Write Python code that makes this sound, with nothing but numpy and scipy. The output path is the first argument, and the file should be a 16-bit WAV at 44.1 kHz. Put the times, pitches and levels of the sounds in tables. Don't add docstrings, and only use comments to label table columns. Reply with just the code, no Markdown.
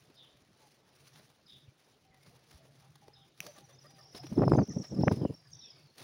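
import sys
import numpy as np
from scipy import signal
from scipy.fft import rfft, irfft, next_fast_len
from scipy.io import wavfile
from scipy.ndimage import uniform_filter1d, map_coordinates

SR = 44100
rng = np.random.default_rng(int(sys.argv[2]) if len(sys.argv) > 2 else 0)


def to_wav(s):
    ch = np.atleast_2d(s).T
    pcm = np.round(np.clip(ch, -1, 1) * 32767)
    wavfile.write(sys.argv[1], SR, pcm.astype(np.int16))


def amplitude_ratio(level_db):
    exponent = np.asarray(level_db, float) / 20
    return 10 ** exponent


N = 266055


def unit(x):
    return x / np.sqrt(np.mean(x ** 2) + 1e-20)


def along(points, hz):
    f, v = np.transpose(points)
    return np.interp(np.log(hz + 1), np.log(f + 1), v)


def wobble(rate):
    knots = rng.standard_normal(int(N * rate / SR) + 4)
    return map_coordinates(knots, [np.arange(N) * rate / SR])


def coloured(x, spectrum):
    m = next_fast_len(len(x) + 8192)
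    gain = amplitude_ratio(along(spectrum, np.fft.rfftfreq(m, 1 / SR)))
    return unit(irfft(rfft(x, m) * gain, m)[:len(x)])


def patchy(patchy_db):
    z = signal.stft(rng.standard_normal(N + 512), nperseg=512)[2]
    field = uniform_filter1d(rng.standard_normal(z.shape), 8, 0)
    field = uniform_filter1d(field, 6, 1)
    return signal.istft(z * amplitude_ratio(patchy_db * unit(field)), nperseg=512)[1][:N]


def add(out, s, x):
    part = out[max(round(s * SR), 0):][:len(x)]
    part += x[:len(part)]


def swells(rows):
    t = np.arange(N) / SR
    return np.sqrt(sum(amplitude_ratio(db) ** 2 * np.exp(-2 * ((t - s) / length) ** 2) for s, db, length in rows))


def tone(s, hz, db, waver, flicker_db=0):
    t = np.arange(s[0], s[-1], 1 / SR)
    drift = uniform_filter1d(rng.standard_normal(len(t)), 90) * 9
    flicker = uniform_filter1d(rng.standard_normal(len(t)), 300)
    flicker = unit(uniform_filter1d(flicker, 300))
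    edge = np.clip(np.minimum(t - s[0], s[-1] - t) / 0.008, 0, 1)
    phase = 2 * np.pi * np.cumsum(np.interp(t, s, hz) * (1 + waver * drift)) / SR
    size = amplitude_ratio(np.interp(t, s, db) + flicker_db * flicker) * np.sin(np.pi / 2 * edge) ** 2
    return np.sqrt(2) * size * np.sin(phase + rng.uniform(0, 2 * np.pi))


def notes(rows, waver, flicker_db=0):
    out = np.zeros(N)
    for s, length, hz0, hz1, db in rows:
        span = [s - .003, s + length + 0.0027]
        add(out, s - .003, tone(span, [hz0, hz1], [db, db], waver, flicker_db))
    return out


def walls(x, gap_s, lumpy_db=0):
    # f/Hz, time to fall 60 dB/s
    wall_decay = [(300, 0.18), (3500, 0.43), (9000, 0.51)]
    hz, t, z = signal.stft(rng.standard_normal(SR // 2), SR, nperseg=256)
    lumps = lumpy_db * rng.standard_normal(len(t))
    t60 = np.maximum(along(wall_decay, hz), .05)[:, None]
    tail = signal.istft(z * amplitude_ratio(lumps - 60 * t / t60), SR, nperseg=256)[1]
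    late = np.pad(x, (round(gap_s * SR), 0))
    return signal.fftconvolve(late, tail / np.linalg.norm(tail))[:len(x)]


def town():
    # f/Hz, relative level/dB per Hz
    town_spectrum = [(20, -5), (60, -2.5), (140, 2.5), (302, -5), (481, -14), (1550, -15.5), (5010, -19.5),
                     (6010, -22), (7500, -27.5), (9750, -63.5), (16500, -120)]
    # f/Hz, relative level/dB per Hz
    hum_spectrum = [(40, -44), (70, -5), (110, 0), (135, 12), (165, 1.5), (230, -47)]
    # t/s at peak, level/dB, length/s
    hum_swells = [(.1, -72, 0.34), (.6, -74.5, .25), (1.01, -66, 0.046), (1.2, -62, .1),
                  (1.66, -64.5, 0.077), (2.33, -61.5, 0.13), (2.8, -62.5, 0.28), (3.13, -61.5, 0.11),
                  (3.7, -63, .4), (4.25, -52, 0.11), (4.9, -57.5, 0.67), (5.53, -56.5, 0.039),
                  (5.83, -60.5, .07), (6.03, -60, .04)]
    town_db, hum_rest_db = -71, -82.5
    hum = coloured(rng.standard_normal(N), hum_spectrum) * amplitude_ratio(2.4 * wobble(42))
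    hum = np.hypot(amplitude_ratio(hum_rest_db), swells(hum_swells)) * unit(hum)
    return hum + amplitude_ratio(town_db) * coloured(patchy(patchy_db=3.5), town_spectrum)


def flock():
    # t/s, rustle level/dB
    shuffling = [(0, -72.5), (.5, -74.5), (1, -72.5), (1.4, -76), (2.1, -78.5), (2.45, -69.5), (2.9, -74),
                 (3.3, -77.5), (3.6, -75), (4.1, -71.5), (4.5, -62), (4.8, -73.5), (5.13, -63),
                 (5.4, -75.5), (5.9, -74.5)]
    # f/Hz, relative level/dB per Hz
    feather_spectrum = [(530, -30), (900, -12.5), (1190, -2.5), (1320, -10), (1830, -5), (3170, -6.5),
                        (5910, -3.5), (7980, -20.5), (9660, -6.5), (12900, -22), (15000, -11.5),
                        (15800, -13)]
    # f/Hz, relative level/dB per Hz
    air_spectrum = [(120, -12), (220, -4.5), (400, -3), (700, -5.5), (1100, -13), (2500, -18),
                    (4500, -17.5), (7000, -43)]
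    # t/s at peak, level/dB, length/s
    swishes = [(.62, -72.5, 0.054), (1.17, -67, 0.12), (1.55, -76, 0.048), (1.88, -72, 0.13),
               (2.27, -65.5, 0.025), (2.36, -68.5, 0.02), (2.56, -64, 0.043), (2.82, -73.5, .05),
               (3.45, -59, 0.061), (3.58, -63, 0.064), (3.71, -66.5, 0.049), (3.85, -68, .05),
               (3.99, -68, 0.038), (4.165, -55.5, 0.024), (4.25, -66.5, .04), (4.85, -64.5, .03),
               (6.02, -53.5, 0.042)]
    # t/s, level/dB ahead of the onset and the rustle's share,
    # time to fall 60 dB/s, air re that level/dB
    stroke_rows = [(0.099, -66.5, 0.074, 6.5), (1.158, -56.5, 0.024, 6), (1.195, -59.5, 0.029, 6),
                   (1.299, -60.5, 0.064, -2.5), (2.1428, -52, 0.027, -8), (2.2622, -56.5, 0.047, 4),
                   (2.506, -56.5, 0.068, -4), (2.6514, -63, 0.052, 4.5), (2.822, -55, 0.046, -13),
                   (2.954, -50.5, 0.037, 0), (3.0801, -56.5, 0.029, 8.5), (3.424, -60.5, 0.04, -6),
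                   (3.4476, -61, 0.036, 0), (3.4636, -42, 0.043, -6), (3.5852, -48, 0.018, -1.5),
                   (4.1471, -47.5, 0.041, 8), (4.232, -56.5, 0.16, 3), (4.2667, -44, 0.023, 1),
                   (4.8387, -59.5, 0.092, 11.5), (5.008, -59, 0.16, 6.5), (5.113, -54, 0.095, 11.5),
                   (5.9801, -39, 0.03, -22)]
    flutter_db, flutter_grows = -71, 0.94
    swish_air_db, stroke_rustle_db = -2, -2.5

    shuffle_s, shuffle_db = np.transpose(shuffling)
    shuffle_db = np.interp(np.arange(N) / SR, shuffle_s, shuffle_db)
    swish = swells(swishes)
    strokes, puffs, t = np.zeros(N), np.zeros(N), np.arange(SR // 4) / SR
    for s, db, decay, air_db in stroke_rows:
        swell = amplitude_ratio(db - 60 * t / max(decay, .005)) * (1 - np.exp(-t / 0.0012))
        add(strokes, s, swell)
        add(puffs, s, amplitude_ratio(air_db) * swell)

    grains = patchy(patchy_db=1.5) * amplitude_ratio(2.43 * wobble(60) + 2.0 * wobble(300))
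    grains *= 1 + 1.48 * np.clip(wobble(120) - 1.3, 0, .8)
    rustle_gain = np.hypot(amplitude_ratio(shuffle_db + 2.1 * wobble(14)), swish)
    rustle_gain = np.hypot(rustle_gain, amplitude_ratio(stroke_rustle_db) * strokes)
    rustle = coloured(grains, feather_spectrum) * rustle_gain

    air = coloured(patchy(patchy_db=2.2), air_spectrum) * amplitude_ratio(1.5 * wobble(25))
    flutter = amplitude_ratio(flutter_db + flutter_grows * (shuffle_db - shuffle_db.mean()))
    air_gain = np.hypot(np.hypot(flutter, amplitude_ratio(swish_air_db) * swish), puffs)
    return rustle + air * air_gain


def far_bird():
    # t/s, level/dB added to the call, opening note re the slur/dB
    calls = [(.15, 0, -1), (1.458, -2.5, 4.5), (3.13, -7.5, 11), (5.59, -3, -2)]
    # t/s in the call, f/Hz, level/dB before the call's own level and distance
    opening_note = [(0, 5300, -60.5), (.018, 4780, -55.5)]
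    # t/s in the call, f/Hz, level/dB before the call's own level and distance
    falling_slur = [(.012, 3820, -62), (.045, 3710, -52.5), (.07, 3460, -58.5), (.11, 3000, -63.5)]
    # delay/s, level re the direct cheep/dB
    echoes = [(.03, -3.5), (.087, -11.5), (.12, -15.5), (.145, -15.5)]
    undertone, undertone_db = .84, -16
    out = np.zeros(N)
    for start, level_db, opening_db in calls:
        call = np.zeros(SR)
        for part, part_db in ((opening_note, opening_db), (falling_slur, 0)):
            s, hz, db = np.transpose(part)
            for ratio, voice_db in ((1, 0), (undertone, undertone_db)):
                voice = tone(s, ratio * hz, db + level_db + part_db + voice_db, waver=.04, flicker_db=2.5)
                add(call, s[0], voice)
        for delay, echo_db in [(0, 0)] + echoes:
            add(out, start + delay, amplitude_ratio(echo_db - 6) * call)
        add(out, start, amplitude_ratio(-5) * walls(call, 0, lumpy_db=6))
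    return out


def wing_whistles():
    # t/s, length/s, start f/Hz, end f/Hz, level/dB
    hoots = [(.6, 0.084, 888, 826, -71), (2.05, 0.14, 770, 756, -74.5), (2.83, 0.069, 767, 810, -75),
             (3.02, 0.096, 799, 830, -68.5), (3.16, .1, 798, 790, -73), (3.43, 0.027, 603, 584, -60.5),
             (3.56, 0.099, 801, 800, -68.5), (3.89, 0.2, 800, 780, -70.5), (5.72, .1, 2216, 2220, -76.5),
             (5.21, .08, 3200, 2800, -68.5), (2.245, .03, 640, 520, -71), (2.32, .035, 480, 480, -71),
             (2.6, 0.057, 670, 620, -70.5), (2.47, .04, 480, 450, -74), (2.3, .03, 670, 700, -70),
             (2.59, .035, 620, 590, -74), (2.685, .04, 615, 610, -73), (5.64, 0.0607, 2600, 2600, -72.5),
             (5.53, 0.092, 3650, 3550, -70.5), (5.79, 0.034, 2620, 2600, -76),
             (3.7, 0.098, 3500, 3650, -77), (2.11, 0.081, 2070, 1900, -75.5),
             (2.21, 0.053, 2100, 2200, -74), (3.465, 0.048, 623, 570, -55.5), (4.24, 0.016, 333, 305, -46),
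             (4.19, 0.024, 720, 740, -55)]
    # t/s, start f/Hz, end f/Hz, level/dB, change per partial/dB
    downstrokes = [(3.557, 628, 582, -65, -2), (3.69, 600, 528, -68.5, -3), (3.843, 564, 647, -63.5, -3.5),
                   (3.982, 620, 602, -67.5, 0), (4.7, 624, 592, -71, 3.5), (4.832, 578, 654, -66.5, 1),
                   (4.961, 578, 625, -55, -8.5), (5.45, 600, 565, -82.5, 4.5)]
    downstroke_s = .03
    out = notes(hoots, waver=0.036, flicker_db=2)
    for s, hz0, hz1, db, step_db in downstrokes:
        partials = [(s, downstroke_s, k * hz0, k * hz1, db + step_db * (k - 1)) for k in (1, 2, 3)]
        out += notes(partials, waver=0.06, flicker_db=2)
    return out + amplitude_ratio(-13) * walls(out, 0.008)


def thuds():
    # t/s at peak, rms level at peak/dB, f/Hz, length/s
    landings = [(1.685, -52, 96, 0.0077), (2.553, -50, 70, 0.011)]
    out, t = np.zeros(N), np.arange(-SR // 20, SR // 20) / SR
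    for s, db, hz, length in landings:
        swing = np.exp(-(t / length) ** 2) * np.cos(2 * np.pi * hz * t)
        add(out, s + t[0], np.sqrt(2) * amplitude_ratio(db) * swing)
    return out


def clap():
    # f/Hz, level ahead of the soft onset/dB, time to fall 60 dB/s
    ring_modes = [(2540, -22, 0.0054), (5900, -27.5, 0.0075), (11460, -30, 0.0042), (14900, -37.5, 0.0075),
                  (9360, -45, 0.017), (163, -45, 0.054)]
    clap_s = 3.4042
    t, out = np.arange(SR // 10) / SR, np.zeros(N)
    ring = np.zeros(len(t))
    for hz, db, t60 in ring_modes:
        ring += amplitude_ratio(db - 60 * t / t60) * np.sin(2 * np.pi * hz * t + rng.uniform(0, 2 * np.pi))
    add(out, clap_s, ring * (1 - np.exp(-(t / 0.00019) ** 2)))
    return out + amplitude_ratio(-15.5) * walls(out, 0.0033)


def trill(first, last, gap, hz, db):
    longest_s, sag_per_s, swell_db = .012, .2, 2.5
    s = np.arange(first, last + gap / 2, gap)
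    place = (s - (first + last) / 2) / (last - first)
    high, loud = rng.standard_normal((len(s), 2)).T
    pitch = hz * (1 - sag_per_s * place * (last - first) + .015 * high)
    level_db = db - 4 * swell_db * place ** 2 + 1.5 * loud
    return np.transpose([s, min(longest_s, .6 * gap) + 0 * s, pitch, level_db])


def small_birds():
    # first t/s, last t/s, gap/s, middle f/Hz, level/dB
    runs = [(3.422, 3.57, 0.023, 6000, -63.5), (3.745, 4.1, .04, 4900, -64.5),
            (3.987, 4.3, 0.022, 5300, -63.5), (4.126, 4.235, 0.035, 5120, -58),
            (4.352, 4.52, 0.032, 5280, -56), (4.604, 4.74, 0.016, 5850, -58.5),
            (4.691, 4.915, 0.031, 5600, -51.5), (4.945, 5.07, 0.026, 5260, -51.5),
            (4.714, 4.9, .026, 7700, -75.5), (5.112, 5.23, 0.021, 5250, -62), (5.3, 5.9, .024, 4750, -68.5),
            (4.705, 4.83, 0.034, 5350, -58.5), (4.795, 4.93, .03, 6500, -64.5),
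            (4.85, 4.96, .027, 7700, -79), (3.56, 3.76, .065, 6400, -75)]
    # t/s, length/s, middle f/Hz, level/dB
    peeps = [(3.484, .0066, 4630, -59.5), (4.01, 0.0073, 5170, -57.5), (4.171, 0.015, 5090, -56),
             (4.478, 0.012, 5240, -49.5), (4.545, .007, 6010, -51.5), (4.567, .011, 6300, -55),
             (4.586, 0.0096, 4940, -50.5), (4.632, .01, 5500, -51), (4.691, 0.008, 6160, -49.5),
             (4.703, 0.013, 5390, -50.5), (4.809, .022, 5450, -55.5), (5.112, 0.0081, 5000, -49),
             (5.513, .018, 6310, -65.5), (5.531, 0.0084, 5480, -49), (5.552, 0.0086, 5950, -55),
             (5.592, 0.017, 5530, -52), (5.657, 0.0081, 5280, -54), (5.702, 0.0139, 5110, -55),
             (4.522, 0.021, 5150, -52)]
    # t/s, top f/Hz, level/dB
    arches = [(3.635, 5900, -66), (3.68, 5900, -72), (3.725, 6030, -65), (3.806, 5900, -66.5),
              (3.888, 5850, -66), (3.925, 5750, -74), (3.977, 5850, -70), (4.078, 5760, -67),
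              (4.105, 5900, -67), (4.15, 5570, -59), (4.2, 5650, -65.5), (4.255, 5750, -57),
              (4.285, 5900, -65.5)]
    # t/s, f/Hz, level/dB
    whistles = [
        [(5.015, 5052, -63), (5.049, 6040, -59.5), (5.11, 6039, -60)],
        [(5.61, 5290, -59), (5.662, 5600, -55.5), (5.76, 4955, -93)],
    ]
    # t/s, length/s, start f/Hz, end f/Hz, level/dB
    high_notes = [(5.341, 0.015, 5610, 5420, -55), (5.37, 0.013, 5530, 5480, -62),
                  (4.48, 0.1, 8680, 9720, -77), (4.51, 0.045, 7700, 7400, -72),
                  (5.28, 0.011, 7170, 7200, -69), (5.475, 0.084, 8600, 8900, -82)]
    arch_s, rise, droop = .03, .04, .08

    s, length, hz, db = np.vstack([peeps] + [trill(*row) for row in runs]).T
    fall = .04 + 0.03 * np.clip((s - 4.1) / .5, 0, 1)
    near = np.transpose([s, length, hz * (1 + fall), hz * (1 - fall), db])
    late, shift = rng.uniform(-1, 1, (len(s), 2)).T
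    far = near.copy()
    far[:, 2:4] *= 1 + 0.0703 * shift[:, None]
    far[:, 0] += .012 + 0.026 * late ** 2
    far[:, 4] -= 7
    out = notes(near, waver=.012, flicker_db=3.5) + notes(far, waver=0.026)
    out += notes(high_notes, waver=.003)

    place = np.linspace(0, 1, 9)
    bend = 1 - np.where(place < .4, rise, droop) * ((place - .4) / .55) ** 2
    for start, top_hz, level_db in arches:
        arch = tone(arch_s * place, top_hz * bend, level_db + 0 * place, waver=.008, flicker_db=0.5)
        add(out, start, arch)
    for rows in whistles:
        add(out, rows[0][0], tone(*np.transpose(rows), waver=0.012, flicker_db=2))
    return out + amplitude_ratio(-8) * walls(out, .008)


def downwash():
    # t/s at peak, rms level at peak/dB, length/s, small sharp eddies re the gust/dB
    gusts = [(4.325, -29.5, 0.011, -32), (4.383, -19, 0.016, -15), (4.395, -19.5, 0.0076, -10),
             (4.422, -22, .019, -6), (4.436, -26.5, 0.021, 1), (4.455, -28.5, 0.023, -29),
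             (4.48, -21, .017, -15), (4.498, -25.5, 0.01, -28), (4.52, -18.5, 0.012, -13),
             (4.536, -17.5, 0.0093, -4.5), (4.552, -21.5, 0.009, -5.5), (4.589, -20, 0.027, -3.5),
             (4.618, -23.5, 0.022, -11.5), (4.699, -36.5, 0.028, -26), (4.77, -25.5, .012, -22),
             (4.931, -35, 0.021, -40), (4.972, -31.5, 0.013, -30), (4.994, -24, .02, -40),
             (5.013, -24, 0.013, -32), (5.037, -21, 0.0078, -8.5), (5.078, -18, .013, -5.5),
             (5.117, -23, 0.012, -2.5), (5.131, -27, 0.018, -27), (5.179, -34, 0.018, -31),
             (5.219, -25, 0.013, -19), (5.234, -28, .012, -19), (5.254, -25, 0.012, -9.5),
             (5.302, -33, 0.013, -40)]
    # f/Hz, relative level/dB per Hz
    big_eddies = [(30, -57), (55, -34.5), (80, -7), (130, 4), (200, -1.5), (320, -6.5), (550, -17.5),
                  (900, -34), (1500, -55.5), (2500, -120)]
    # f/Hz, relative level/dB per Hz
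    small_eddies = [(300, -1.5), (600, -0.5), (1000, -12), (1600, -25), (2500, -33.5), (4000, -63.5),
                    (6000, -120)]
    # start t/s, end t/s, rms level of the big eddies at the middle/dB
    flurries = [(4.289, 4.656, -36.5), (4.727, 4.834, -41), (4.892, 5.357, -41.5)]
    restless_db, crackle_db = 4.5, -11.5

    out, t = np.zeros(N), np.arange(-SR // 10, SR // 10) / SR
    for s, db, length, sharp_db in gusts:
        layers = [(big_eddies, length, db), (small_eddies, 0.46 * length, db + sharp_db)]
        for spectrum, width, level_db in layers:
            bell = np.exp(-2 * (t / width) ** 2)
            eddies = bell * coloured(rng.standard_normal(len(t)), spectrum)
            add(out, s + t[0], amplitude_ratio(level_db) * eddies * np.linalg.norm(bell) / np.linalg.norm(eddies))

    now, stir = np.arange(N) / SR, np.zeros(N)
    for s0, s1, db in flurries:
        stir += amplitude_ratio(db) * np.sin(np.pi * np.clip((now - s0) / (s1 - s0), 0, 1)) ** .6
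    crackle = unit(amplitude_ratio(6.5 * wobble(150))) * coloured(rng.standard_normal(N), small_eddies)
    lurching = unit(amplitude_ratio(restless_db * wobble(45))) * coloured(rng.standard_normal(N), big_eddies)
    return out + stir * (lurching + amplitude_ratio(crackle_db) * crackle)


def kinks():
    # t/s, peak level/dB, width/s
    kink_rows = [(4.48, -15.5, 0.00033), (4.5198, -14, 0.00028), (4.5894, -21.5, 0.00026),
                 (5.0365, -17.5, 0.00042), (5.0814, -13, 0.00016), (4.4204, -22.5, 0.00026),
                 (4.5587, -19.5, 0.00044), (5.2517, -22, 0.00044)]
    out, t = np.zeros(N), np.arange(-SR // 100, SR // 100) / SR
    for s, db, width in kink_rows:
        add(out, s + t[0], amplitude_ratio(db) * (1 - (t / width) ** 2) * np.exp(-(t / width) ** 2 / 2))
    return out


def scene():
    air = downwash() + kinks() + thuds()
    return (flock() + clap() + air + small_birds() + far_bird() + wing_whistles() + town())[None]


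def top_cut(x):
    return signal.sosfilt(signal.butter(12, 16970, fs=SR, output="sos"), x)


def record(dry):
    hz = np.fft.rfftfreq(N + SR, 1 / SR)
    path = (1j * hz / (1j * hz + 42)) ** 3 * (hz < 15850)
    mix = irfft(rfft(dry, N + SR) * path, N + SR)[:, :N]
    return top_cut(mix)


dry = scene()
out = record(dry)
to_wav(out)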